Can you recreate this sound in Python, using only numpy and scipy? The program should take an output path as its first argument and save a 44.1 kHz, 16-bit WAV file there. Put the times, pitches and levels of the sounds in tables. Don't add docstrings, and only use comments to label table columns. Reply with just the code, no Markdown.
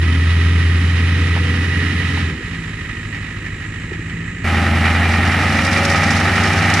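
import sys
import numpy as np
from scipy import signal
from scipy.fft import rfft, irfft
from scipy.io import wavfile
from scipy.ndimage import uniform_filter1d

SR = 44100
rng = np.random.default_rng(int(sys.argv[2]) if len(sys.argv) > 2 else 0)


def persist_wave(psi):
    counts = np.round(np.clip(psi, -1, 1) * 32767).astype(np.int16)
    wavfile.write(sys.argv[1], SR, np.atleast_2d(counts).T)


N = 299880
TIME, HZ = np.arange(N) / SR, np.fft.rfftfreq(N, 1 / SR)

CUT_S = 4.442
CYLINDERS = 8
CRAWL_HZ = 85
PULL_CLATTER_DB, PULL_SHAKE_DB = 1.5, 18
BURST_BUZZ = 0.45

# t/s, firing rate/Hz
SPEED_BEHIND = [(0, 82.2), (.5, 84.4), (1.1, 85.5), (2, 87.5), (2.2, 87.3), (2.31, 81), (2.42, 58.5),
                (2.6, 54.6), (2.87, 49.6), (3.09, 51.3), (3.3, 50.4), (3.63, 50.3), (3.98, 54),
                (4.44, 57.3)]
# t/s, firing rate/Hz
SPEED_FRONT = [(4.44, 84.2), (4.95, 84.5), (5.3, 87.6), (5.5, 90.4), (5.9, 93.4), (6.3, 95.3), (6.53, 95.8),
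               (6.8, 98)]
# f/Hz, correlation (-1..1)
SAME_BEHIND = [(130, 0.95), (700, 0.95), (1250, 0.85), (2000, 0.8), (3000, 0.55), (4200, 0.75),
               (6000, -0.25), (8000, 0), (14000, 0.6)]
# f/Hz, left minus right/dB
PAN_FRONT = [(680, 4), (1250, -1), (2300, -3.5), (4200, -4), (7700, 5), (14000, -1.5)]


def amp(db):
    return 10 ** (np.asarray(db) / 20)


def unit(x):
    return x / np.sqrt(np.mean(x ** 2) + 1e-20)


def curve(rows):
    s, *columns = np.transpose(rows)
    return [np.interp(TIME, s, c) for c in columns]


def read(points):
    f, value = np.transpose(points)
    return np.interp(np.log(HZ + 1), np.log(f + 1), value)


def colour(x, db):
    return irfft(rfft(x) * amp(db), N)


def band_rms(x, lo, hi):
    return np.sqrt(2 * np.sum(abs(rfft(x)[(HZ > lo) & (HZ < hi)]) ** 2)) / N


def drift(hz):
    knots = rng.standard_normal(1000)
    return unit(np.interp(TIME * 2 * hz, np.arange(1000), knots))


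def add(mix, s, sound):
    part = mix[..., round(s * SR):][..., :sound.shape[-1]]
    part += sound[..., :part.shape[-1]]


def bell(hz, centre, width):
    return 1 / (1 + (2 * (hz - centre) / width) ** 2)


def swell(s, half_s):
    return np.exp(-np.minimum(((TIME - s) / half_s) ** 2, 20))


def by_view(front, behind_value, front_value):
    return (1 - front) * behind_value + front * front_value


def stereo(pair, same, pan):
    a, b = rfft(pair)
    likeness = np.clip(read(same), -.95, 1)
    mid, side = a * np.sqrt((1 + likeness) / 2), b * np.sqrt((1 - likeness) / 2)
    left = (mid + side) * amp(read(pan) / 2)
    right = (mid - side) * amp(-read(pan) / 2)
    return irfft(np.array([left, right]) / np.sqrt((1 + likeness) / 2), N)


def idling(revs):
    return np.clip(-revs / 0.7, 0, 1)


def speeding_up(smooth_s=0.3):
    rise = np.gradient(np.log2(curve(SPEED_FRONT)[0])) * SR
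    return uniform_filter1d(rise, round(smooth_s * SR))


def running_down(smooth_s=0.054):
    fall = -np.gradient(np.log2(curve(SPEED_BEHIND)[0])) * SR
    return uniform_filter1d(np.maximum(fall, 0), round(smooth_s * SR))


def note_db(firing_hz, revs, front, pipe_hz=84.7, width_hz=9.1, db_per_octave=9.5):
    # level/dB as it opens, change/dB per s, lift/dB at the pipe resonance
    note_behind = (-22.5, -3.5, 11.7)
    note_front = (-30.5, 2.8, 13)
    start_db, db_per_s, lift_db = (by_view(front, *pair) for pair in zip(note_behind, note_front))
    moving_db = db_per_s * (TIME - front * CUT_S)
    return start_db + moving_db + lift_db * bell(firing_hz, pipe_hz, width_hz) + db_per_octave * revs


def exhaust(cycles, cycle_hz, revs, front, waver_db=1.16, flutter_db=0.35, stumble=0.0005):
    # multiple of the engine cycle, level/dB pulling away,
    # level/dB at idle, level/dB crawling in from the front, level/dB once up to speed
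    tone_levels = [(4, -57, -60, -54, -49), (6, -49, -38, -42, -37), (7, -30, -43, -41, -28.5),
                   (10, -37, -37, -37.5, -36.5), (11, -38, -58, -37, -42), (12, -31, -38, -40, -43),
                   (13, -44, -48, -34, -32), (14, -32.5, -41, -45, -30.5), (15, -43, -48, -44, -37),
                   (16, -30.5, -35.5, -32, -35.5), (17, -45, -47, -41, -37), (18, -49, -42, -46, -37.5),
                   (19, -47, -61, -32.5, -29.5), (20, -50, -47, -44, -43), (21, -42, -53, -28.5, -34),
                   (22, -53, -48, -29, -46), (24, -41.5, -38.5, -35.5, -44), (26, -42, -59, -43, -61),
                   (27, -47, -63, -41, -45), (28, -42.5, -49, -48, -49), (29, -50, -56, -42.5, -51),
                   (30, -56, -44, -51, -44), (32, -52.5, -52, -43.5, -42.5), (34, -46.5, -53, -42, -61),
                   (38, -49.5, -43.5, -44.5, -54), (48, -55, -56, -50, -48), (53, -68.5, -53, -67, -60),
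                   (56, -59.5, -63, -46, -50)]
    # f/Hz, width/Hz, lift/dB at idle from behind, lift/dB from the front
    boom_modes = [(102, 13, 7, 5.5), (166.2, 14.7, 13, 1.5), (559, 17, 15, 17.5)]
    driving_hz, db_per_octave = 93, 4

    cycles = cycles + stumble * drift(20)
    level_db = note_db(cycle_hz * CYLINDERS, revs, front) + flutter_db * drift(11)
    out = amp(level_db) * np.cos(2 * np.pi * cycles * CYLINDERS)
    idle = idling(revs)
    driving = np.clip(revs / np.log2(driving_hz / CRAWL_HZ), 0, 1)
    booms = [(hz, width, by_view(front, idle * idle_lift, front_lift))
             for hz, width, idle_lift, front_lift in boom_modes]
    for order, pulling_db, idle_db, crawling_db, driving_db in tone_levels:
        behind_db = pulling_db + idle * (idle_db - pulling_db)
        ahead_db = crawling_db + driving * (driving_db - crawling_db)
        boom_db = sum(db * bell(order * cycle_hz, hz, width) for hz, width, db in booms)
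        level_db = by_view(front, behind_db, ahead_db) + db_per_octave * revs + boom_db
        tone = np.cos(2 * np.pi * (order * cycles + rng.random()))
        out += amp(level_db + waver_db * drift(5)) * tone
    return np.sqrt(2) * out


def knocks(cycles, ring_s, uneven, fresh, jitter_s=.00005, chance_db=1.5, rise_s=0.0019, delay_s=0.001001):
    cylinder_db = [0.15, 0.63, 1.3, 0.54, 0.87, -2.1, 0.68, -0.81]
    at = np.flatnonzero(np.diff(np.floor(cycles * CYLINDERS)))
    cylinder = np.arange(1, len(at) + 1) % CYLINDERS
    late, force = rng.standard_normal((2, len(at)))
    at = np.clip(at + np.round((delay_s + late * jitter_s) * SR).astype(int), 0, N - 1)
    size = amp(uneven * np.array(cylinder_db)[cylinder] + chance_db * force)
    t = np.arange(4096) / SR
    decay = np.exp(-t / ring_s) * (1 - np.exp(-t / rise_s))
    rings, power = np.zeros((2, N)), np.zeros(N)
    for k in range(CYLINDERS):
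        blows = np.bincount(at[cylinder == k], size[cylinder == k], N)
        ring = decay * rng.standard_normal((2, len(t)))
        rings += signal.oaconvolve(blows[None], ring, axes=1)[:, :N]
        power += blows ** 2
    envelope = np.sqrt(abs(signal.oaconvolve(power, decay ** 2)[:N]))
    hiss = envelope * rng.standard_normal((2, N))
    return np.sqrt(1 - fresh) * unit(rings) + np.sqrt(fresh) * unit(hiss)


def rumble(cycles, revs, front, behind_db=-31.5, front_db=-32.5, db_per_octave=6):
    # f/Hz, gain/dB
    rumble_colour = [(20, -30), (40, -15), (70, -3), (130, -4.5), (210, -.5), (290, -2), (400, -9.5),
                     (480, -13), (600, -34), (1000, -82)]
    blows = knocks(cycles, ring_s=0.024, uneven=0.74, fresh=0.66, chance_db=1.2)[0]
    out = colour(blows, read(rumble_colour))
    level_db = by_view(front, behind_db, front_db) + db_per_octave * revs + PULL_SHAKE_DB * speeding_up()
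    return amp(level_db) * out / band_rms(out, 190, 480)


def pulley(cycles, cycle_hz, revs, front, waver_db=2, db_per_octave=14, turns_per_cycle=6.43):
    # harmonic, level/dB from behind, level/dB from the front
    hum_levels = [(2, -37, -36), (3, -44, -49.5), (4, -39, -39), (5, -56, -43.5), (6, -48.5, -47.5),
                  (7, -58, -52.5), (10, -60, -45)]
    # f/Hz, width/Hz, lift/dB
    panel_hz, width_hz, lift_db = (484, 9.7, 18.4)
    hum = np.zeros(N)
    for k, behind_db, front_db in hum_levels:
        order = k * turns_per_cycle
        sing_db = (1 - front) * lift_db * bell(order * cycle_hz, panel_hz, width_hz)
        level_db = by_view(front, behind_db, front_db) + sing_db + waver_db * drift(5.4)
        hum += amp(level_db) * np.cos(2 * np.pi * (order * cycles + rng.random()))
    return np.sqrt(2) * amp(db_per_octave * revs) * hum


def with_fan(blows):
    # f/Hz, share of power (0-1)
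    fan_share = [(500, 0.13), (2500, 0.24), (4500, 0.16), (7000, 0.4), (12000, 0.9)]
    share = read(fan_share)
    rush = rfft(rng.standard_normal((2, N)))
    return irfft(rfft(blows) * np.sqrt(1 - share) + rush * np.sqrt(share), N)


def clatter(blows, shape, from_front):
    # f/Hz, width/Hz, lift/dB from behind, lift/dB from the front
    block_modes = [(563, 9.1, 10, -2.5), (811, 89, 3, 9), (1275, 113, 8, 7.5), (1722, 18, 0, 3),
                   (1860, 49, 8, 8.5), (1954, 61, 9, 4.5), (2200, 53, 3, -3.5), (2393, 28, 5, 4.5),
                   (2515, 47, 7, -1.5), (2833, 37, 6, 7.5), (3060, 39, 6.5, 3), (3860, 420, 3, 2)]
    peaks = sum((front_lift if from_front else behind_lift) * bell(HZ, hz, width)
                for hz, width, behind_lift, front_lift in block_modes)
    out = colour(blows, read(shape) + peaks)
    return out / band_rms(out.mean(0), 1100, 4000)


def clatter_behind(cycles):
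    # t/s, share (0-1)
    throttle = [(0, 0.65), (2.22, 0.56), (2.42, 0.43), (4.4, 0.19)]
    # f/Hz, gain/dB
    load_colour = [(200, -11), (600, -13.5), (900, -7), (1500, -4), (2000, -0.5), (2500, -3.5), (3100, -5),
                   (3400, -7), (3900, -8.5), (5500, -15), (7500, -31), (10500, -19), (12200, -39),
                   (14500, -72)]
    # f/Hz, gain/dB
    idle_colour = [(200, -21), (600, -19.5), (900, -14.5), (1300, -10.5), (1500, -9.5), (1700, 5.5),
                   (2200, -1.5), (3000, -12), (3300, -22.5), (4000, -19.5), (5000, -31.5), (7000, -24),
                   (10500, -41.5), (12200, -44), (14500, -64)]
    # f/Hz, left minus right/dB
    pan_behind = [(200, -10.5), (680, 1.5), (1250, -5.5), (2300, -5), (3000, -10), (4200, -5), (7700, 0)]
    blows = knocks(cycles, ring_s=0.02, uneven=0.76, fresh=0.064, jitter_s=.00003, chance_db=1.44)
    blows = stereo(with_fan(blows), SAME_BEHIND, pan_behind)
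    load = curve(throttle)[0]
    return load * clatter(blows, load_colour, False) + (1 - load) * clatter(blows, idle_colour, False)


def bursts_db():
    # t/s, swell/dB
    burst_swells = [(2.43, 2), (2.49, 0.5), (2.555, 2.5), (2.64, 2.5), (2.705, 2.5), (2.8, 3.5),
                    (2.857, 3.5), (2.912, 2.5), (2.96, 1.5), (3.03, 1), (3.13, 0), (3.165, 3), (3.24, 1),
                    (3.33, 0.5), (3.462, 4.5), (3.61, 2), (3.655, 3), (3.75, 1.5), (3.805, 0.5), (3.84, 2),
                    (3.93, 0.5), (3.995, 0.5), (4.13, 1.5), (4.29, 1)]
    return sum(db * swell(at, 0.019) for at, db in burst_swells)


def surges_db(revs, idle_db=-1):
    # t/s, change/dB, half length/s
    s, dip_db, half_s = (2.327, -2.5, 0.074)
    return dip_db * swell(s, half_s) + idle_db * idling(revs) + (1 - BURST_BUZZ) * bursts_db()


def insects(level_db=-55, swell_db=1):
    # f/Hz, gain/dB
    chorus_colour = [(3000, -40), (6000, -9), (6900, 10), (7900, 10.5), (8700, -26), (10000, -17),
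                     (11000, -20), (12600, -40), (14500, -55)]
    chorus = stereo(rng.standard_normal((2, N)), SAME_BEHIND, PAN_FRONT)
    chorus = colour(chorus, read(chorus_colour))
    return amp(level_db + swell_db * drift(8.4)) * chorus / np.std(chorus.mean(0))


def low_noise(level_db=-51, sway_db=3):
    # f/Hz, gain/dB
    low_colour = [(10, -5), (25, -1), (45, -15), (100, -42), (250, -1), (600, -9.5), (2000, -64)]
    noise = rng.standard_normal(N) + rng.standard_normal((2, N))
    return amp(level_db + sway_db * drift(1.1)) * unit(colour(noise, read(low_colour)))


def clunks(count=7, rise_s=0.004):
    # t/s, peak level/dB, f/Hz, t60/s, spread of the modes as a share of the pitch
    bump_hits = [(1.365, -16.5, 823, 0.033, 0.157), (2.174, -19.5, 915, 0.03, .07),
                 (3.917, -34, 855, 0.044, .08), (3.917, -20.5, 353, 0.092, 0.077),
                 (3.953, -27, 308, 0.35, 0.11)]
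    out, t = np.zeros(N), np.arange(SR // 3) / SR
    for s, db, hz, t60, spread in bump_hits:
        modes = sum(np.sin(2 * np.pi * hz * (1 + spread * k) * t) * np.exp(-k ** 2 / 2)
                    for k in np.linspace(-2, 2, count))
        ring = modes * amp(-60 * t / t60) * (1 - np.exp(-t / rise_s))
        add(out, s, amp(db) * ring / abs(ring).max())
    return out


def cover_buzz(rattle, hz=1885, width_hz=230, strain_db=-4.5):
    strain = amp(strain_db) * swell(1.81, 0.16)
    drive = strain + amp(2 * BURST_BUZZ * bursts_db()) - 1
    return drive * irfft(rfft(rattle) * bell(HZ, hz, width_hz), N)


def grass(snap_db=-7.5, snap_s=0.0056, stalks_per_s=450, spread_db=6.0):
    # t/s, level/dB
    crush_levels = [(4.4, -47), (5.2, -38.5), (5.7, -33), (6.2, -31.5), (6.8, -34)]
    # t/s, level/dB before the snap_db trim
    stalk_hits = [(5.495, -26), (5.649, -14), (5.667, -21), (5.731, -22), (5.78, -22), (5.851, -12),
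                  (5.899, -15), (6.034, -20), (6.106, -14.5), (6.165, -18), (6.201, -20), (6.28, -22),
                  (6.436, -15.5), (6.7, -18), (6.739, -8)]
    # f/Hz, gain/dB
    snap_colour = [(1500, -29), (3500, -2.5), (5400, 5), (7000, -4.5), (10500, -13.5), (14500, -40)]
    t = np.arange(2048) / SR
    size = amp(spread_db * np.minimum(rng.exponential(1, N), 3)) * (rng.random(N) < stalks_per_s / SR)
    crackle = np.sqrt(abs(signal.oaconvolve(size ** 2, np.exp(-t / 0.008))[:N]))
    level = unit(crackle) * amp(curve(crush_levels)[0])
    for s, db in stalk_hits:
        add(level, s, amp(db + snap_db) * np.exp(-t / snap_s))
    shape = read(snap_colour)
    noise = rng.standard_normal((2, N)) + rng.standard_normal(N)
    return colour(level * unit(noise), shape) / np.sqrt(np.mean(amp(shape) ** 2))


def clatter_front(cycles):
    # f/Hz, gain/dB
    front_colour = [(150, -37), (450, -8.5), (620, -1.5), (980, -6), (1400, -0.5), (2200, 2.5), (2900, -7),
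                    (3400, -11.5), (5400, -19.5), (7000, -26.5), (10500, -28), (12000, -35), (14500, -52)]
    # f/Hz, correlation (-1..1)
    same_front = [(130, 0.97), (700, 0.99), (1250, 0.98), (2000, 0.94), (3000, 0.8), (4200, 0.7),
                  (6000, 0.63), (8000, 0.13), (14000, .1)]
    blows = with_fan(knocks(cycles, ring_s=0.02, uneven=1.0, fresh=0.09))
    return clatter(stereo(blows, same_front, PAN_FRONT), front_colour, True)


def scene():
    behind_db, front_db, db_per_octave = -25, -20.5, 6
    coast_db = -0.5
    front = np.clip((TIME - CUT_S) / 0.0015, 0, 1)
    firing_hz = by_view(front, curve(SPEED_BEHIND)[0], curve(SPEED_FRONT)[0])
    revs = np.log2(firing_hz / CRAWL_HZ)
    cycle_hz = firing_hz * (1 + .002 * drift(10)) / CYLINDERS
    cycles = np.cumsum(cycle_hz) / SR
    coasting_db = coast_db * running_down()

    low = amp(coasting_db) * exhaust(cycles, cycle_hz, revs, front)
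    low += rumble(cycles, revs, front) + pulley(cycles, cycle_hz, revs, front) + clunks()
    effort_db = db_per_octave * revs + coasting_db + PULL_CLATTER_DB * speeding_up() + surges_db(revs)

    hidden_db = -2 * np.maximum(TIME - 3.4, 0)
    rattle = clatter_behind(cycles)
    leaving = amp(behind_db + effort_db + hidden_db) * (rattle + cover_buzz(rattle)) + low
    leaving = np.array([np.roll(leaving[0], 2), leaving[1]])

    nearing_db = 0.5 * (TIME - CUT_S)
    coming = amp(front_db + nearing_db + effort_db) * clatter_front(cycles) + low + grass()
    return by_view(front, leaving, coming) + insects() + low_noise()


def record(dry):
    edge = signal.firwin(511, 14750, window=("kaiser", 9), fs=SR)
    return signal.oaconvolve(dry, edge[None], "same")


dry = scene()
out = record(dry)
persist_wave(out)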